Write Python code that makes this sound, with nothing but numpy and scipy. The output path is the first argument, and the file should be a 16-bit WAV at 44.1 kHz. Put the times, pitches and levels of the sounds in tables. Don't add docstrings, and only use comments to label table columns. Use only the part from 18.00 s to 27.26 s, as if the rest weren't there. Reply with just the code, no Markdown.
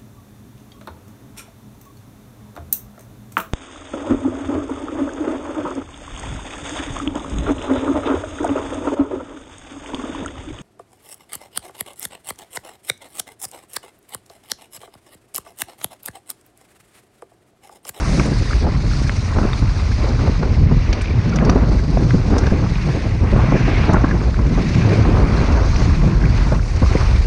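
import sys
import numpy as np
from scipy import signal
from scipy.fft import rfft, irfft, next_fast_len
from scipy.io import wavfile
from scipy.ndimage import uniform_filter1d

SR = 44100
rng = np.random.default_rng(int(sys.argv[2]) if len(sys.argv) > 2 else 0)


def pcm_store(signal):
    levels = np.round(np.clip(np.atleast_2d(signal), -1, 1) * 32767)
    wavfile.write(sys.argv[1], SR, levels.astype(np.int16).T)


def how_loud(loudness_db):
    steps = np.asarray(loudness_db, float) / 20
    return 10 ** steps


N = 408366

# start_s, buffet_db, crunch_db
BUFFET_AND_CRUNCH = [(0.0, -33, -31), (0.2, -21, -33), (0.3, -23, -37.5), (0.5, -32, -42), (1.31, -34, -38),
                     (1.38, -27.5, -31), (1.62, -31.5, -35.5), (1.94, -36, -41), (2.05, -22.5, -35.5),
                     (2.27, -26.5, -35), (2.53, -24.5, -42), (3.25, -28.5, -39), (3.53, -18.5, -28.5),
                     (3.87, -28, -42), (4.13, -21, -34.5), (4.28, -26, -37), (4.32, -20, -32),
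                     (4.58, -23.5, -36), (4.72, -32, -38), (5.16, -27.5, -44), (5.31, -23, -32),
                     (5.42, -25.5, -25), (5.62, -28, -33), (5.88, -21, -27), (6.03, -28, -30.5),
                     (6.37, -27, -40), (7.07, -20, -29.5), (7.71, -26, -29), (8.15, -26, -35),
                     (8.52, -31.5, -31.5), (8.66, -34, -43.5), (9.03, -31.5, -27.5), (9.26, -31, -41.5)]


def evened(x):
    return x / np.sqrt(np.mean(x ** 2) + 1e-20)


def read(points, hz):
    f, value = np.transpose(points)
    return np.interp(np.log(hz + 1), np.log(f + 1), value)


def filtered(x, points):
    size = next_fast_len(len(x))
    gain = how_loud(read(points, np.fft.rfftfreq(size, 1 / SR)))
    return irfft(rfft(x, size) * gain, size)[:len(x)]


def coloured_noise(points, envelope=1):
    return evened(filtered(rng.standard_normal(N) * envelope, points))


def lumps(seconds):
    span = max(round(seconds * SR), 2)
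    once = uniform_filter1d(rng.standard_normal(N), span)
    return evened(uniform_filter1d(once, span))


def follow(table):
    s, *columns = np.transpose(table)
    return [np.interp(np.arange(N) / SR, s, c) for c in columns]


def add(mix, s, sound):
    part = mix[round(s * SR):][:len(sound)]
    part += sound[:len(part)]


def gliding(x, octaves, seconds):
    speed = 2 ** (octaves * lumps(seconds))
    return np.interp(np.cumsum(speed) * (N - 1) / speed.sum(), np.arange(N), x)


def wind(gust):
    # start_s, rumble_db, throb_db
    wind_levels = [(0.0, -19.5, -23), (2.5, -19, -18.5), (2.73, -17, -11), (2.84, -17.5, -22.5),
                   (3.22, -25.5, -17.5), (3.51, -14.5, -20.5), (4.18, -19.5, -19.5), (4.33, -17, -18.5),
                   (5.08, -22, -21), (5.31, -18, -14.5), (6.5, -18.5, -21), (6.83, -25, -13),
                   (7.14, -12.5, -18), (7.4, -17.5, -20.5), (7.79, -13, -16), (8.79, -19.5, -21),
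                   (8.85, -13.5, -17), (9.26, -14.5, -19)]
    # frequency_hz, level_db
    rumble_spectrum = [(12, -39), (22, -12), (40, 5), (60, 4.5), (85, -4.5), (130, -14.5), (300, -104)]
    # frequency_hz, level_db
    throb_spectrum = [(50, -22), (85, -2), (120, -1), (190, -14), (300, -21.5), (700, -107)]
    rumble_db, throb_db = follow(wind_levels)
    rumble = coloured_noise(rumble_spectrum)
    throb = gliding(coloured_noise(throb_spectrum), octaves=0.3, seconds=0.16)
    throb = evened(throb * how_loud(2.0 * gust))
    return how_loud(rumble_db) * rumble + how_loud(throb_db) * throb


def buffeting_and_crunch(gust):
    # frequency_hz, level_db
    buffet_spectrum = [(95, -38.5), (175, 0), (400, -9), (800, -20), (1500, -33), (4000, -75)]
    # frequency_hz, level_db
    crunch_spectrum = [(400, -2), (750, -4), (1100, -3.5), (1500, -7.5), (2200, -29), (5000, -73)]
    buffet_db, crunch_db = follow(BUFFET_AND_CRUNCH)
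    jolt = lumps(0.0034)
    buffet = coloured_noise(buffet_spectrum, how_loud(1.67 * jolt))
    buffet = evened(gliding(buffet, octaves=0.3, seconds=0.07) * how_loud(2.45 * gust))
    unevenness_db = 0.36 * jolt + 1.66 * lumps(0.0036) + 0.83 * gust + 1.0 * lumps(0.061)
    crunch = coloured_noise(crunch_spectrum, how_loud(unevenness_db))
    return how_loud(buffet_db) * buffet + how_loud(crunch_db) * crunch


def puffs_and_scrapes():
    # start_s, peak_db, edge_db (sets the treble of the burst), rise_ms
    bursts = [(0.64, -11, -16, 8.4), (0.665, -9.5, -16.5, 5.9), (0.685, -12, -8, 4.4),
              (1.011, -12, -31, 3.2), (1.359, -13.5, -7, 5.9), (1.383, -5.5, -13, 2.5),
              (1.411, -10.5, -20, 3.2), (1.45, -6, -12, 2.4), (1.622, -5, -14, 2.8), (2.038, -12, -29, 5),
              (2.271, -13, -7, 5.8), (2.293, -10, -24, 2.1), (2.425, -9.5, -7, 5.6),
              (2.709, -6.5, -16, 7.4), (3.473, -7, -19, 5.5), (3.493, -4.5, -5, 3), (3.557, -2.5, -16, 2.8),
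              (3.712, -12, -11, 6.7), (3.972, -7.5, -19, 1.4), (4.134, -0.5, -40, 11), (4.303, -12, -14, 2),
              (4.315, -12, -11, 1.9), (4.333, -12, -15, 3.1), (4.428, -17, -5, 4), (4.471, -10.5, -13, 3.4),
              (4.517, -2.5, -37, 8.6), (4.966, -12.5, -25, 5), (5.326, -5.5, -24, 6),
              (5.362, -4.5, -16, 1.5), (5.387, -8, -15, 4.2), (5.521, -5, -17, 2.8), (5.538, -3, -26, 9.7),
              (5.677, -5.5, -19, 4.5), (5.892, -1.5, -11.5, 4.7), (5.928, -8, 0, 8.6), (5.942, 0, -8, 2.7),
              (5.965, -6, -3, 2.8), (6.039, -2.5, -9.5, 3.5), (6.39, -12.5, -9, 2.5), (6.572, -9, -14, 8.6),
              (7.012, -8, -18, 2), (7.049, -11.5, 3, 3.9), (8.518, -8, -15, 5.2), (8.818, -5.5, -16.5, 7.6),
              (8.91, -9.5, -13, 5.9), (8.952, -4.5, -25, 3.1)]
    out, chance = np.zeros(N), rng.standard_normal((len(bursts), 3000))
    for (s, peak_db, edge_db, rise_ms), noise in zip(bursts, chance):
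        u = np.arange(3000) / SR * 1000 / rise_ms
        burst = filtered(noise, [(90, 6.0), (200, 7.5), (400, -0.5), (750, 0.51 * edge_db + 1.5),
                                 (1000, edge_db + 3.5), (1500, edge_db - 4.5),
                                 (2300, edge_db - 15.5), (6000, -65)])
        burst = burst * u * np.exp(1 - u)
        add(out, s, how_loud(peak_db) * burst / abs(burst).max())
    return out


def tyres():
    # start_s, roar_db, swish_db, hiss_db, grit_db
    tyre_levels = [(0.0, -35.5, -38.5, -38.5, -47.5), (0.67, -42, -42, -50.5, -63),
                   (1.11, -40.5, -42.5, -46, -57.5), (2.24, -40, -42, -48.5, -63.5),
                   (2.73, -40.5, -46, -51.5, -69.5), (3.22, -37, -46.5, -51, -69.5),
                   (3.82, -45, -44, -50, -64), (4.62, -37.5, -44.5, -47.5, -64),
                   (5.31, -39.5, -49, -53.5, -64.5), (5.53, -30.5, -45, -45, -66),
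                   (5.839, -28.5, -42.5, -49.5, -64), (6.02, -41.5, -45.5, -49.5, -65.5),
                   (6.42, -42.5, -47, -51.5, -65.5), (6.76, -32, -40, -44, -61), (7.12, -36, -46, -51, -62),
                   (7.76, -36.5, -38.5, -41.5, -61), (7.99, -39, -46, -48, -63.5),
                   (8.2, -40, -44.5, -50, -64), (8.36, -35.5, -41.5, -45, -62),
                   (8.63, -46.5, -46.5, -48, -62.5), (9.001, -34, -38.5, -44, -58),
                   (9.26, -39, -45.5, -50.5, -60.5)]
    # frequency_hz, level_db
    roll_spectrum = [(820, -33.5), (1500, -4), (1900, -4), (2300, -2), (2700, -7), (3130, -12), (4360, -7),
                     (5950, -11.5), (6430, -13.5), (7390, -24.5), (8780, -26.5), (11100, -42), (14400, -75),
                     (22000, -120)]
    band_centres = (2670, 4600, 6100, 8800)
    count, hz = N // 128 + 5, np.fft.rfftfreq(512, 1 / SR)
    t = np.arange(count) * 128 / SR
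    real, imaginary, patches = rng.standard_normal((count, len(hz), 3)).T
    patches = uniform_filter1d(patches, 7, 0)
    patches = evened(uniform_filter1d(patches, 8, 1))
    flicker_db = np.interp(t, np.arange(N) / SR, 1.26 * lumps(0.007) + 1.07 * lumps(0.096))
    s, *columns = np.transpose(tyre_levels)
    swell_db = np.array([np.interp(t, s, c - np.mean(c)) for c in columns])
    blend = np.array([read(list(zip(band_centres, one)), hz) for one in np.eye(len(band_centres))])
    level_db = read(roll_spectrum, hz)[:, None] + blend.T @ swell_db + 1.56 * patches + flicker_db
    spectra = (real + 1j * imaginary) * how_loud(level_db)
    crunch = signal.istft(spectra, nperseg=512, noverlap=384)[1][:N]
    return how_loud(-37.0) * evened(crunch)


def damped_resonance(hz, width_hz, noise):
    t = np.arange(1500) / SR
    hit = np.exp(-t[:len(noise)] / 0.0019) * (0.13 * noise)
    hit[0] = 1
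    u = 3.05 * width_hz * t
    ring = np.convolve(hit, u * np.exp(-u) * np.cos(2 * np.pi * hz * t))
    ring = signal.lfilter(*signal.butter(2, 3600, fs=SR), ring)
    return ring / abs(ring).max()


def gravel():
    crunch_db = follow(BUFFET_AND_CRUNCH)[1]
    busy = how_loud(0.63 * (crunch_db - crunch_db.mean()) + 4.0 * lumps(0.05))
    hits = rng.random(N) < 700 * busy / SR
    size = how_loud(2.7 * np.minimum(rng.exponential(1, N), 3)) * hits
    kinds = 16
    kind, noise = rng.integers(0, kinds, N), rng.standard_normal((kinds, 300))
    relative_width = rng.uniform(0.14, 0.92, kinds)
    pitch_hz = np.repeat((1113, 2300), kinds // 2) * rng.uniform(0.774, 1.143, kinds)
    patter = np.zeros(N)
    for k, hz in enumerate(pitch_hz):
        grain = damped_resonance(hz, hz * relative_width[k], noise[k])
        patter += signal.oaconvolve(size * (kind == k), grain)[:N]
    return how_loud(-40) * evened(patter)


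def clicks_and_clinks():
    # start_s, peak_db, pitch_hz, width_hz
    strikes = [(0.176, -24, 1440, 500), (0.196, -15, 2200, 600), (0.509, -20, 1380, 250),
               (0.532, -15.5, 1700, 900), (0.9128, -24, 1400, 400), (0.934, -23, 1360, 400),
               (1.0944, -11, 1680, 1300), (1.4306, -21, 1340, 300), (1.532, -22, 3660, 400),
               (1.532, -14.5, 1300, 1500), (2.193, -22, 1210, 500), (3.08, -29, 2380, 110),
               (3.106, -29, 2300, 110), (3.325, -24.5, 1400, 90), (3.329, -30, 2270, 90),
               (3.3873, -11.5, 1500, 1800), (3.4954, -9, 1200, 1600), (4.107, -15.5, 1500, 900),
               (4.367, -13.5, 950, 1110), (4.4065, -28, 1350, 300), (4.436, -21, 1880, 400),
               (4.6374, -28, 1300, 120), (4.664, -23, 1120, 300), (4.755, -24, 2500, 700),
               (5.957, -17, 1470, 250), (6.2073, -26, 1390, 500), (6.343, -21, 1500, 497),
               (7.76, -20, 2340, 600), (8.255, -20, 2250, 600), (8.5944, -24.5, 1460, 500),
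               (8.861, -20, 1090, 250), (8.971, -19.5, 2120, 400), (9.011, -21, 1200, 400)]
    out = np.zeros(N)
    for (s, peak_db, hz, width_hz), noise in zip(strikes, rng.standard_normal((len(strikes), 300))):
        add(out, s, how_loud(peak_db) * damped_resonance(hz, width_hz, noise))
    return out


def knock(noise, chatter_s, ring_db, thud_hz, thud_db, clack_db, ping_db):
    # pitch_hz, level_db, t60_s
    frame_modes = [(1370, -7, 0.016), (1660, 12.5, 0.011), (2600, 6, 0.0037), (4690, -3, 0.086),
                   (6000, 11, 0.009), (8700, 0.5, 0.014)]
    t = np.arange(1000) / SR
    hz, mode_db, t60 = (c[:, None] for c in np.transpose(frame_modes))
    ring = (how_loud(ring_db + mode_db - 60 * t / t60) * np.sin(2 * np.pi * hz * t)).sum(0)
    ring[0] = 1
    u = np.arange(len(noise)) / SR / chatter_s
    crack = noise * np.sqrt(u) * np.exp(-u)
    blow = np.pad(np.convolve(crack, ring), (200, 448))
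    return filtered(blow, [(.5 * thud_hz, thud_db - 27.5), (0.86 * thud_hz, thud_db - 7.5),
                           (thud_hz, thud_db), (min(1.21 * thud_hz, 2900), thud_db - 5.0),
                           (3500, clack_db), (4700, clack_db), (5200, 0), (6600, 0),
                           (7400, ping_db), (9300, ping_db),
                           (11000, ping_db - 22), (14000, ping_db - 36.0)])


def rattle():
    crunch_db = follow(BUFFET_AND_CRUNCH)[1]
    busy = how_loud(1.5 * (crunch_db - crunch_db.mean()))
    hits = rng.random(N) < 90 * busy / SR
    size = how_loud(3.6 * np.minimum(rng.exponential(1, N), 3)) * hits
    kinds = 12
    kind, noise = rng.integers(0, kinds, N), rng.standard_normal((kinds, 400))
    tone_db = 3.9 * rng.standard_normal((kinds, 3)) + [14, -4, -16]
    ticks = np.zeros(N)
    for k in range(kinds):
        tick = knock(noise[k], 0.0013, -28.5, 1200 + 110 * k, *tone_db[k])
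        ticks += signal.oaconvolve(size * (kind == k), tick)[:N]
    return how_loud(-47.5) * evened(ticks)


def knocks():
    # start_s, peak_db, thud_hz, clack_db (re thud), tick_db (re thud)
    frame_knocks = [(0.1959, -14.5, 1130, -17, -14), (2.928, -15.5, 2300, -10, -12),
                    (3.0104, -22, 2300, -22, -24), (3.056, -23, 2220, -14, -28),
                    (3.496, -13.5, 2500, -4, -3), (4.466, -20, 1610, -13, -16),
                    (6.11, -17.5, 1790, -33, -28.5), (6.8175, -17, 2150, -22, -30)]
    # start_s, peak_db, ping_db (re tick)
    chain_ticks = [(0.2598, -26.5, -0.5), (3.016, -28, -1), (3.293, -28.5, -23), (3.3592, -17.5, -18),
                   (3.4486, -25, -22), (4.382, -15.5, -19), (5.933, -24.5, -7), (7.762, -22, -31)]
    # s, peak dB, thud Hz, then thud, clack and ping in dB re tick
    blows = [(s, peak_db, hz, -tick_db, clack_db - tick_db, -20)
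             for s, peak_db, hz, clack_db, tick_db in frame_knocks]
    blows += [(s, peak_db, 1300, -2, -8, ping_db) for s, peak_db, ping_db in chain_ticks]
    out, chance = np.zeros(N), rng.standard_normal((len(blows), 600))
    for (s, peak_db, *parts), noise in zip(blows, chance):
        blow = knock(noise, 0.0033, -37.0, *parts)
        add(out, s - 200 / SR, how_loud(peak_db) * blow / abs(blow).max())
    return out


def scene():
    gust = lumps(0.021)
    background = wind(gust) + buffeting_and_crunch(gust) + puffs_and_scrapes()
    bike = tyres() + gravel() + clicks_and_clinks() + rattle() + knocks()
    return (background + bike)[None]


def low_pass(x):
    return signal.sosfilt(signal.butter(12, 11250, fs=SR, output="sos"), x)


def record(dry):
    power_db = 10 * np.log10(abs(uniform_filter1d(dry[0] ** 2, 300)) + 1e-12)
    fall_db = np.arange(N) * 20.0 / SR
    held_db = np.maximum.accumulate(power_db + fall_db) - fall_db
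    over_db = np.maximum(held_db + 8.0, 0)
    limited = dry / how_loud(0.41 * uniform_filter1d(over_db, 150))
    return low_pass(1.284 * np.tanh(limited / 1.122))


dry = scene()
out = record(dry)
pcm_store(out)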